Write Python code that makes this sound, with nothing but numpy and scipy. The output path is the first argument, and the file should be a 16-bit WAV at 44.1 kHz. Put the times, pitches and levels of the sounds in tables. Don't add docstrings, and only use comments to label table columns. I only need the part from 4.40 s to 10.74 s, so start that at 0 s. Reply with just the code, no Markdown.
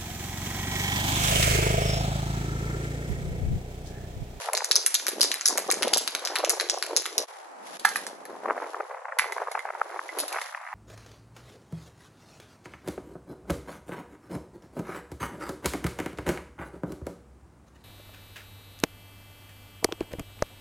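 import sys
import numpy as np
from scipy import signal
from scipy.fft import rfft, irfft
from scipy.io import wavfile
from scipy.ndimage import uniform_filter1d

SR = 44100
rng = np.random.default_rng(int(sys.argv[2]) if len(sys.argv) > 2 else 0)


def transcribe(signal):
    frames = np.atleast_2d(signal).T
    limited = np.clip(frames, -1, 1)
    pcm = np.round(limited * 32767).astype(np.int16)
    wavfile.write(sys.argv[1], SR, pcm)


N = 279594
TIME = np.arange(N) / SR

HIT, LEAD = 4096, 256
HIT_TIME = (np.arange(HIT) - LEAD) / SR
HIT_HZ = np.fft.rfftfreq(HIT, 1 / SR) + 1

# frequency in Hz, half width in Hz, peak in dB over the broad response.
WALL_MODES = [(3950, 150, 0), (4380, 65, -7), (4980, 40, -4), (5250, 50, -5), (5640, 65, -7),
              (6360, 80, -2), (7000, 65, -4), (7320, 45, -3), (10440, 80, -2)]
# (centre in Hz, half width in octaves)
HOLLOW_BODY, SHARP_EDGE = (1720, 0.62), (10240, 0.2)
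SHELL_OCTAVES = 0.41
SHAKE_END_S = 2.85


def shaken_can(shell_db=0.22, edge_db=-0.5, body_db=2, thud_db=-19, mode_scatter_db=6, width_scatter=0.22):
    s, db, edge, body, shell_hz = ball_path()
    count = len(s)
    strikes = contacts(count, crack_s=0.0005, shiver_s=0.0046, shiver_db=-18.5, lag_ms=0.1631, chatter_db=7.0)

    mix = undb(mode_scatter_db * rng.standard_normal((count, 1, len(WALL_MODES))))
    modes = [undb(peak) / (1 + 1j * (HIT_HZ - hz) / width) for hz, width, peak in WALL_MODES]
    wall = 1 + mix @ np.array(modes)
    octaves = SHELL_OCTAVES * np.exp(width_scatter * rng.uniform(-0.96, 1, (count, 1, 1)))
    shell = bump(shell_hz[:, None, None], octaves)

    hits = voiced(strikes, shell * wall, db + shell_db)
    hits += voiced(strikes, bump(*SHARP_EDGE) * wall, db + edge + edge_db)
    hits += voiced(strikes, bump(*HOLLOW_BODY), db + body + body_db)
    thuds = voiced(strikes, bump(496, 1.9), db + .5 * body + thud_db)

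    echo = shelter(place(s, hits), t60_s=0.4, wet_db=-5.5, build_s=0.0014, wall_s=0.043, wall_db=-13)
    clatter = place(s, hits + thuds) + echo
    return clatter * np.clip((SHAKE_END_S - TIME) / 0.013, 0, 1)


# start in seconds, shell level in dB, sharp edge in dB re shell, hollow body in dB re shell,
# shell centre in Hz.
BALL_STRIKES = [(0.1333, -21.5, 5, -4, 7060), (0.151, -16, -16, -13, 5600), (0.1707, -21, 0, -9, 5500),
                (0.1756, -15, -26, -12, 5700), (0.2455, -17, 1, -13, 5240), (0.3128, -7, -6.5, -16, 4700),
                (0.319, -12.5, -13, -26, 5300), (0.3564, -7, -4, -25.5, 4980), (0.3624, -8, -22, -23, 5860),
                (0.4628, -22.5, 14, -6, 6150), (0.4646, -15.5, 5, -8.5, 5600), (0.4694, -27, 10, -7, 7200),
                (0.5434, -13, -3.5, -20, 5500), (0.5468, -17, 7, -19, 5900),
                (0.5513, -9.5, -17, -23.5, 4580), (0.6675, -17, -1, -6.5, 5300),
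                (0.6822, -20, 7, -10, 4550), (0.6886, -23, 7, -17, 5900), (0.8094, -13, 2, -17.5, 5100),
                (0.815, -5.5, -9, -34, 5140), (0.8315, -13, 2.5, -12.5, 5260),
                (0.8411, -13.5, -21, -19, 6150), (0.9164, -14.5, -5, -9, 4800),
                (0.942, -25.5, 8, -0.5, 5200), (1.011, -19, -25, -9.5, 6200),
                (1.0568, -8.5, -20, -27, 5800), (1.0589, -9, -6, -19, 5300), (1.0652, -13, -2.5, -26, 5600),
                (1.0779, -13, -1, -36, 6150), (1.0847, -11, -3, -39, 6460), (1.176, -18.5, 1, -5, 6350),
                (1.181, -19.5, 7.5, -4, 5550), (1.3027, -14, -9, -11.5, 4600),
                (1.3137, -12.5, -3, -9, 7040), (1.323, -15.5, -7, -29, 6170), (1.3417, -22, -4, -7, 6100),
                (1.4243, -18, -1.5, -4, 5470), (1.4309, -16.5, -1.5, -0.5, 4660),
                (1.4804, -23.5, -2, -7, 5260), (1.5342, -18, -4, -7, 7400), (1.5373, -6, -13, -21, 4350),
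                (1.545, -16.5, -4, -29, 6500), (1.5725, -12, -12, -18, 6900), (1.5804, -18.5, 3, -25, 7650),
                (1.6772, -15.5, -4, -9, 4370), (1.7503, -17, -3, -5, 5030), (1.8511, -18.5, -8, -18, 5900),
                (1.857, -17.5, -22, -14, 5270), (1.8736, -20.5, -8, -3.5, 5600),
                (1.9566, -21.5, 2, 1, 5700), (1.9606, -17, -8, -3, 4160), (1.9862, -22.5, -1, -12, 4800),
                (2.0482, -16.5, -5, -5, 5370), (2.0955, -14.5, 4.5, -17, 6270),
                (2.1014, -13.5, -10, -13, 5100), (2.105, -16, 1, -32, 7600),
                (2.1993, -14.5, -12, -6.5, 4500), (2.2101, -21.5, 2, -1.5, 5200),
                (2.2981, -9, -21, -19.5, 5350), (2.4259, -17, -2.5, -5, 4970),
                (2.5651, -8.5, -6, -20.5, 5550), (2.571, -10, -13, -23, 5800), (2.6566, -26, -1, 1.5, 4460),
                (2.6625, -24.5, 0.5, -3, 5830), (2.781, -9.5, -3.5, -20, 5160)]
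SKIP_GAP_S, SKIP_JITTER, SKIP_LOSS_DB, SKIP_FADE_DB = 0.0053, 0.35, 10.5, 4


def ball_path(count=30, graze_db=-33, scatter_db=3, order=3):
    strikes = np.array(BALL_STRIKES, float)
    contacts_so_far = [strikes]
    for k in range(order):
        skips = contacts_so_far[-1].copy()
        skips[:, 0] += SKIP_GAP_S * np.exp(SKIP_JITTER * rng.standard_normal(len(skips)))
        scatter = scatter_db * rng.uniform(-0.61, 1, len(skips))
        skips[:, 1] = strikes[:, 1] - SKIP_LOSS_DB - k * SKIP_FADE_DB + scatter
        contacts_so_far.append(skips)

    grazes = strikes[rng.integers(len(strikes), size=count)]
    spread = (np.arange(count) + rng.random(count)) / count
    grazes[:, 0] = np.interp(spread, [0, 1], [strikes[0, 0], strikes[-1, 0]])
    scatter = scatter_db * np.clip(rng.standard_normal(count), -2, 2)
    grazes[:, 1] = graze_db + scatter - np.maximum(grazes[:, 2], 0)
    return np.vstack(contacts_so_far + [grazes]).T


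# multiple of its ring pitch, half width in octaves, level in dB.
HOLLOW_MODES = [(.48, 0.18, -2.5), (.72, 0.25, -3.5), (.99, 0.12, 1), (1.18, .09, -4.5), (1.42, 0.11, -8.5)]
# frequency in Hz, gain in dB.
TICK_COLOUR = [(200, -5), (1000, -29), (3000, 1.5), (4200, 10.5), (6200, 5), (8500, 4), (10600, 16.5),
               (12000, 4.5), (13500, -24)]
# multiple of its ring pitch, level in dB.
RING_PARTIALS = [(1, -4), (1.06, -11.5), (1.66, -24)]
RING_T60_S = .045
RING_PAN_DB = -5


def handled_cans(knock_echo_db=-2, ring_echo_db=-9, lead_radians=0.97):
    s, tick, knock, ring_hz, ring = touches()
    pitch = ring_hz[:, None, None]
    sides = np.array([[.5], [-.5]])

    taps = contacts(len(s), crack_s=0.00044, shiver_s=0.01, shiver_db=-13.0, lag_ms=0.1562, chatter_db=2)
    ticks = voiced(taps, colour(TICK_COLOUR, HIT_HZ), tick)

    blows = contacts(len(s), crack_s=0.00018, shiver_s=0.0025, shiver_db=-10.0, lag_ms=0.46, chatter_db=0.0)
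    hollow = sum(undb(db) * bump(multiple * pitch, width) for multiple, width, db in HOLLOW_MODES)
    lean = sides * bump(pitch, 0.38)
    panned = hollow * undb(RING_PAN_DB * lean) * np.exp(1j * lead_radians * lean)
    knocks = voiced(blows, panned, knock)

    age = np.maximum(HIT_TIME, 0)
    decay = np.exp(-np.log(1000) * age / RING_T60_S)
    partials = sum(undb(db) * np.sin(2 * np.pi * multiple * pitch * age) for multiple, db in RING_PARTIALS)
    rings = partials * decay * undb((knock + ring)[:, None, None] + RING_PAN_DB * sides)

    sent = place(s, ticks + undb(knock_echo_db) * knocks + undb(ring_echo_db) * rings)
    echo = shelter(sent, t60_s=0.32, wet_db=-3.5, build_s=0.0014, wall_s=.039, wall_db=-24, grain_db=6)
    return place(s, ticks + knocks + rings) + echo


# start in seconds, tick in dB, hollow knock in dB, ring in Hz, ring in dB re knock.
CAN_TOUCHES = [(3.397, -32, -66, 1680, -20), (3.4497, -20, -12.5, 1730, -29), (3.4524, -16, -11, 1720, -12),
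               (3.49, -23.5, -44, 1680, -20), (3.5586, -24.5, -17.5, 1670, -14),
               (3.5655, -25, -46, 1683, -15), (3.667, -27, -32, 1750, -9), (3.854, -37.5, -39.5, 1714, 1),
               (4.7873, -18, -21, 2050, -19), (4.7892, -24, -19, 2070, -19), (4.795, -25, -11.5, 2035, -8),
               (4.9227, -30, -36, 2040, 10), (5.116, -31.5, -43, 2120, 9.5),
               (5.1926, -36, -36.5, 2090, 9.5), (5.691, -56.5, -43, 2030, 16),
               (5.7875, -21, -34, 2030, -22), (5.7945, -24, -50, 2030, -20), (5.802, -20, -42, 2020, -17),
               (5.8068, -24.5, -50, 2020, -17), (5.8808, -25.5, -46, 2050, -24), (5.927, -28, -34, 2270, 0),
               (6.015, -28.5, -36, 2110, -10)]
SETTLE_S, SETTLE_DB = 0.012, -22.5


def touches():
    rows = np.array(CAN_TOUCHES)
    bounces = rows + [SETTLE_S, SETTLE_DB, SETTLE_DB, 0, 0]
    return np.vstack([rows, bounces]).T


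PORT_SPLIT_HZ = 4100


def contacts(count, crack_s, shiver_s, shiver_db, lag_ms, chatter_db):
    noise = rng.standard_normal((count, 5, HIT))
    age, begun = np.maximum(HIT_TIME, 0), HIT_TIME >= 0
    crack = noise[:, :1] * np.exp(-age / crack_s)

    raggedness = np.clip(unit(uniform_filter1d(noise[:, 4:], size=50)), -2, 2)
    chatter = unit(undb(chatter_db * raggedness))
    ports = noise[:, 1:2] + .3 * noise[:, 2:4]
    shiver = ports * chatter * np.exp(-age / shiver_s) * undb(shiver_db)

    lag_s = (lag_ms + .008 * noise[:, :1, :1]) / 1000 * np.array([[-.5], [.5]])
    treble = np.clip((HIT_HZ - 3000) / 3000, 0, 1)
    scatter = 1.2 * noise[:, 2:4, :1] * bump(PORT_SPLIT_HZ, .35)
    phase = scatter - 2 * np.pi * HIT_HZ * treble * lag_s
    return rfft((crack + shiver) * begun) * np.exp(1j * phase)


# frequency in Hz, gain in dB.
ECHO_COLOUR = [(100, -25), (500, -3), (1700, -1), (3000, -1), (5500, -2), (8500, -5), (11000, -5.5),
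               (13000, -18)]


def shelter(x, t60_s, wet_db, build_s, wall_s, wall_db, grain_db=5, size=16384):
    t = TIME[:2 * size]
    fade = np.sin(np.pi * np.arange(size) / size)
    padded, wet = np.pad(x, ((0, 0), (size, size))), np.zeros((2, 2 * N))
    for start in range(0, N + size, size // 2):
        noise = rng.standard_normal((4, len(t)))
        grains = undb(grain_db * np.clip(unit(uniform_filter1d(noise[3], size=60)), -2, 2))
        envelope = undb(-60 * t / t60_s) * (1 - np.exp(-t / build_s))
        tail = (noise[0] + .35 * noise[1:3]) * grains * envelope
        tail /= np.sqrt(np.sum(tail ** 2, axis=1, keepdims=True))
        tail[:, int(wall_s * SR)] += undb(wall_db)
        answer = signal.fftconvolve(padded[:, start:start + size] * fade, tail, axes=1)
        wet[:, start:start + answer.shape[1]] += answer
    return undb(wet_db) * tint(wet[:, size:size + N], ECHO_COLOUR)


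# time in seconds, level in dB.
WIND_LEVEL = [(0, -42), (.14, -31), (.23, -48), (.3, -39.5), (.56, -56), (.68, -44.5), (.85, -34.5),
              (1.0, -53), (1.07, -51), (1.1, -35), (1.26, -37), (1.32, -40), (1.46, -34.5), (1.68, -45.5),
              (1.85, -36.5), (2.02, -33), (2.25, -35.5), (2.46, -44), (2.54, -31.5), (2.65, -51.5),
              (2.82, -32.5), (2.88, -57), (3.15, -69), (3.6, -47), (3.8, -52.5), (3.92, -44), (4.0, -51.5),
              (4.11, -31), (4.145, -41), (4.22, -35.5), (4.3, -45.5), (4.37, -42.5), (4.41, -34),
              (4.45, -48.5), (4.5, -43), (4.54, -39), (4.6, -48.5), (4.68, -42.5), (4.75, -45.5),
              (4.87, -43.5), (4.97, -38), (5.11, -45.5), (5.17, -43.5), (5.215, -53), (5.27, -43),
              (5.39, -45), (5.56, -42.5), (5.66, -50), (5.7, -52), (5.75, -42.5), (5.9, -47), (5.96, -36),
              (6.11, -51.5), (6.14, -41.5), (6.175, -40.5), (6.195, -48), (6.34, -42)]
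# time in seconds, bass edge in Hz, tilt in dB per octave.
EDGE_AND_TILT = [(0, 484, -3.5), (.6, 274, -5), (.8, 194, -11), (1.0, 270, 1), (1.3, 153, -7.5),
                 (1.55, 140, -4.5), (1.8, 283, 0), (2.3, 339, -7), (2.8, 286, -8), (2.95, 380, 10.5),
                 (3.25, 151, -5.5), (4.0, 149, -4), (4.21, 275, 3), (4.3, 302, -2.5), (4.7, 540, 1),
                 (4.85, 374, -1), (5.2, 380, 5), (5.45, 343, 1), (5.7, 320, 0.5), (5.85, 264, -3),
                 (6.05, 490, 10), (6.34, 700, 6)]
# frequency in Hz, gain in dB.
FLUTTER_COLOUR = [(120, -18), (300, 2.5), (500, 7.5), (900, 7), (1500, -1), (2100, -5.5), (2700, -20.5),
                  (3500, -38), (6000, -45)]


def flutter(surge_db=2, surge_s=0.029, eddy_db=6, eddy_s=0.0032, side_db=-9):
    level_db, = curves(WIND_LEVEL)
    air = rng.standard_normal((3, N)) * undb(eddy_db * np.clip(walk(eddy_s), -2, 1.7))
    ports = air[0] + undb(side_db) * air[1:]
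    hz, s, frames = signal.stft(ports, SR, nperseg=256)
    slope = np.interp(s, TIME, curves(EDGE_AND_TILT)[1])
    octaves = np.log2(np.clip(hz, 350, 2000) / 850)[:, None]
    gain = colour(FLUTTER_COLOUR, hz)[:, None] * undb(slope * octaves)
    bursts = signal.istft(frames * gain, SR, nperseg=256)[1][:, :N]
    loudness = np.sqrt(uniform_filter1d(np.mean(bursts ** 2, axis=0), size=3000) + 1e-12)
    return bursts / loudness * undb(level_db + surge_db * walk(surge_s))


# start in seconds, level in dB, centre in Hz.
STRONG_BUFFETS = [(.0884, -13, 1010), (.099, -19.5, 860), (.1432, -15.5, 760), (.207, -20, 1480),
                  (.2223, -18, 755), (1.1862, -16.5, 820), (1.2938, -11, 620), (1.4506, -16.5, 473),
                  (1.4749, -10.5, 580), (1.531, -16.5, 630), (1.565, -15.5, 647), (2.0023, -18, 883),
                  (2.041, -9, 730), (2.345, -18, 720), (2.3772, -18, 660), (2.51, -20, 695),
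                  (4.0598, -18.5, 1020), (4.1004, -19, 1150), (4.1082, -16, 1120), (4.169, -25.5, 850),
                  (4.3464, -22.5, 1160), (4.4076, -21, 1210), (4.655, -24.5, 1130), (4.724, -25, 1090),
                  (4.771, -27.5, 755), (4.844, -23, 1000), (4.9822, -22, 1100), (5.02, -19.5, 890),
                  (5.074, -23, 1040), (5.0849, -23, 890), (5.1535, -17, 1120), (5.177, -21, 1050),
                  (5.2548, -22, 1120), (5.29, -26.5, 1250), (5.3057, -22.5, 1120), (5.352, -26, 1080),
                  (5.4169, -13, 1130), (5.544, -28, 900), (5.562, -28, 1100), (5.5934, -21, 1340),
                  (5.9867, -23, 1630), (6.149, -24, 1540)]


def buffets(pop_db=-1.0, swirl_db=-21, swirl_cycles=1.97, side_db=-6, apart_radians=0.25):
    s, db, hz = np.vstack([STRONG_BUFFETS, stray_buffets()]).T
    hz = hz[:, None, None]
    chance = rng.standard_normal((len(s), 3, HIT))
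    phase = np.pi * chance[:, :1, :1] + apart_radians * chance[:, 1:, :1]
    pop = np.exp(1j * phase - 2j * np.pi * HIT_HZ * LEAD / SR)
    envelope = np.exp(-.5 * (HIT_TIME * hz / swirl_cycles) ** 2)
    swirl = (chance[:, :1] + undb(side_db) * chance[:, 1:]) * envelope
    dull = 1 / np.sqrt(1 + (HIT_HZ / 2750) ** 12)
    spectra = pop + undb(swirl_db) * rfft(swirl)
    return place(s, voiced(spectra, dull * bump(0.89 * hz, 0.59), db + pop_db))


def stray_buffets(count=30, over_wind_db=8.5, scatter_db=2.5, centre_hz=1050, tilt_follow=0.033,
                  scatter_octaves=0.1):
    s = (np.arange(count) + rng.random(count)) / count * TIME[-1]
    size, pitch = np.clip(rng.standard_normal((count, 2)), -2, 2).T
    db = np.interp(s, *np.transpose(WIND_LEVEL)) + over_wind_db + scatter_db * size
    tilt = np.interp(s, TIME, curves(EDGE_AND_TILT)[1])
    hz = centre_hz * 2 ** (tilt_follow * tilt + scatter_octaves * pitch)
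    return np.column_stack([s, db, hz])


# time in seconds, level in dB.
RUSTLE_LEVEL = [(0, -33), (.06, -33.5), (.12, -45), (.6, -40), (1.3, -40.5), (2.83, -42), (2.9, -52),
                (3.19, -68), (3.27, -51), (3.44, -49.5), (3.58, -41.5), (3.8, -59.5), (4.3, -53.5),
                (4.72, -69.5), (4.95, -52.5), (5.3, -57.5), (6.06, -44.5), (6.2, -58.5)]
# frequency in Hz, gain in dB.
RUSTLE_TONE = [(200, -14), (1500, 8), (4000, 5), (6500, 3.5), (8800, -6.5), (10700, 7), (12000, -3.5),
               (14000, -60)]


def rustle(rustle_db=-3, grit_db=3):
    level_db, = curves(RUSTLE_LEVEL)
    grit = undb(grit_db * unit(uniform_filter1d(rng.standard_normal(N), size=150)))
    hiss = tint(rng.standard_normal((2, N)) * grit, RUSTLE_TONE)
    return unit(hiss) * undb(level_db + rustle_db)


# frequency in Hz, gain in dB.
WASH_COLOUR = [(100, -35.5), (200, 0), (400, -5.5), (800, 6.5), (1200, -1.5), (2000, -10), (3500, -26.5),
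               (8000, -23.5), (11000, -36), (13000, -100)]


def outdoor_wash(wash_db=-51):
    return unit(tint(rng.standard_normal((2, N)), WASH_COLOUR)) * undb(wash_db)


def thinned(x):
    hz, s, frames = signal.stft(x, SR, nperseg=2048)
    edge_hz = np.interp(s, TIME, curves(EDGE_AND_TILT)[0])
    gain = 1 / np.sqrt(1 + (edge_hz / (hz[:, None] + 1)) ** 24) + undb(-40)
    return signal.istft(frames * gain, SR, nperseg=2048)[1][:, :N]


def undb(db):
    return 10 ** (np.asarray(db) / 20)


def curves(table):
    s, *columns = np.transpose(table)
    return [np.interp(TIME, s, c) for c in columns]


def colour(points, hz):
    f, db = np.transpose(points)
    return undb(np.interp(np.log(hz + 1), np.log(f), db))


def tint(x, points):
    return irfft(rfft(x) * colour(points, np.fft.rfftfreq(N, 1 / SR)), N)


def unit(x):
    return x / np.sqrt(np.mean(x ** 2))


def walk(span_s):
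    size = max(2, int(span_s * SR))
    return unit(uniform_filter1d(uniform_filter1d(rng.standard_normal(N), size), size))


def bump(hz, octaves):
    return np.exp(-.5 * (np.log2(HIT_HZ / hz) / octaves) ** 2)


def voiced(spectra, gain, db):
    hits = irfft(spectra * gain, HIT)
    port_energy = np.sum(hits ** 2, axis=-1, keepdims=True)
    energy = np.mean(port_energy, axis=1, keepdims=True) * 1000 / SR
    return hits / np.sqrt(energy) * undb(db)[:, None, None]


def place(times, hits):
    out = np.zeros((2, N + 2 * HIT))
    for s, hit in zip(times, hits):
        start = int(s * SR)
        out[:, start:start + HIT] += hit
    return out[:, LEAD:LEAD + N]


# time in seconds, gain in dB.
LEVEL_DIPS = [(2.838, -2.5), (2.856, -5.5), (2.868, -18), (2.885, 3.5), (3.37, 6), (3.386, -15.5),
              (3.395, 2.5)]


def scene():
    around = thinned(flutter() + buffets() + outdoor_wash() + rustle() + handled_cans())
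    dip_db, = curves(LEVEL_DIPS)
    return (shaken_can() + around) * undb(dip_db)


def record(dry):
    heard = tint(dry, [(11500, 1.0), (12500, -12.0), (14000, -16), (16000, -4)])
    top_cut = signal.ellip(8, .2, 70, 16600, fs=SR, output="sos")
    return signal.sosfilt(top_cut, np.clip(heard, -1, 1))


dry = scene()
out = record(dry)
transcribe(out)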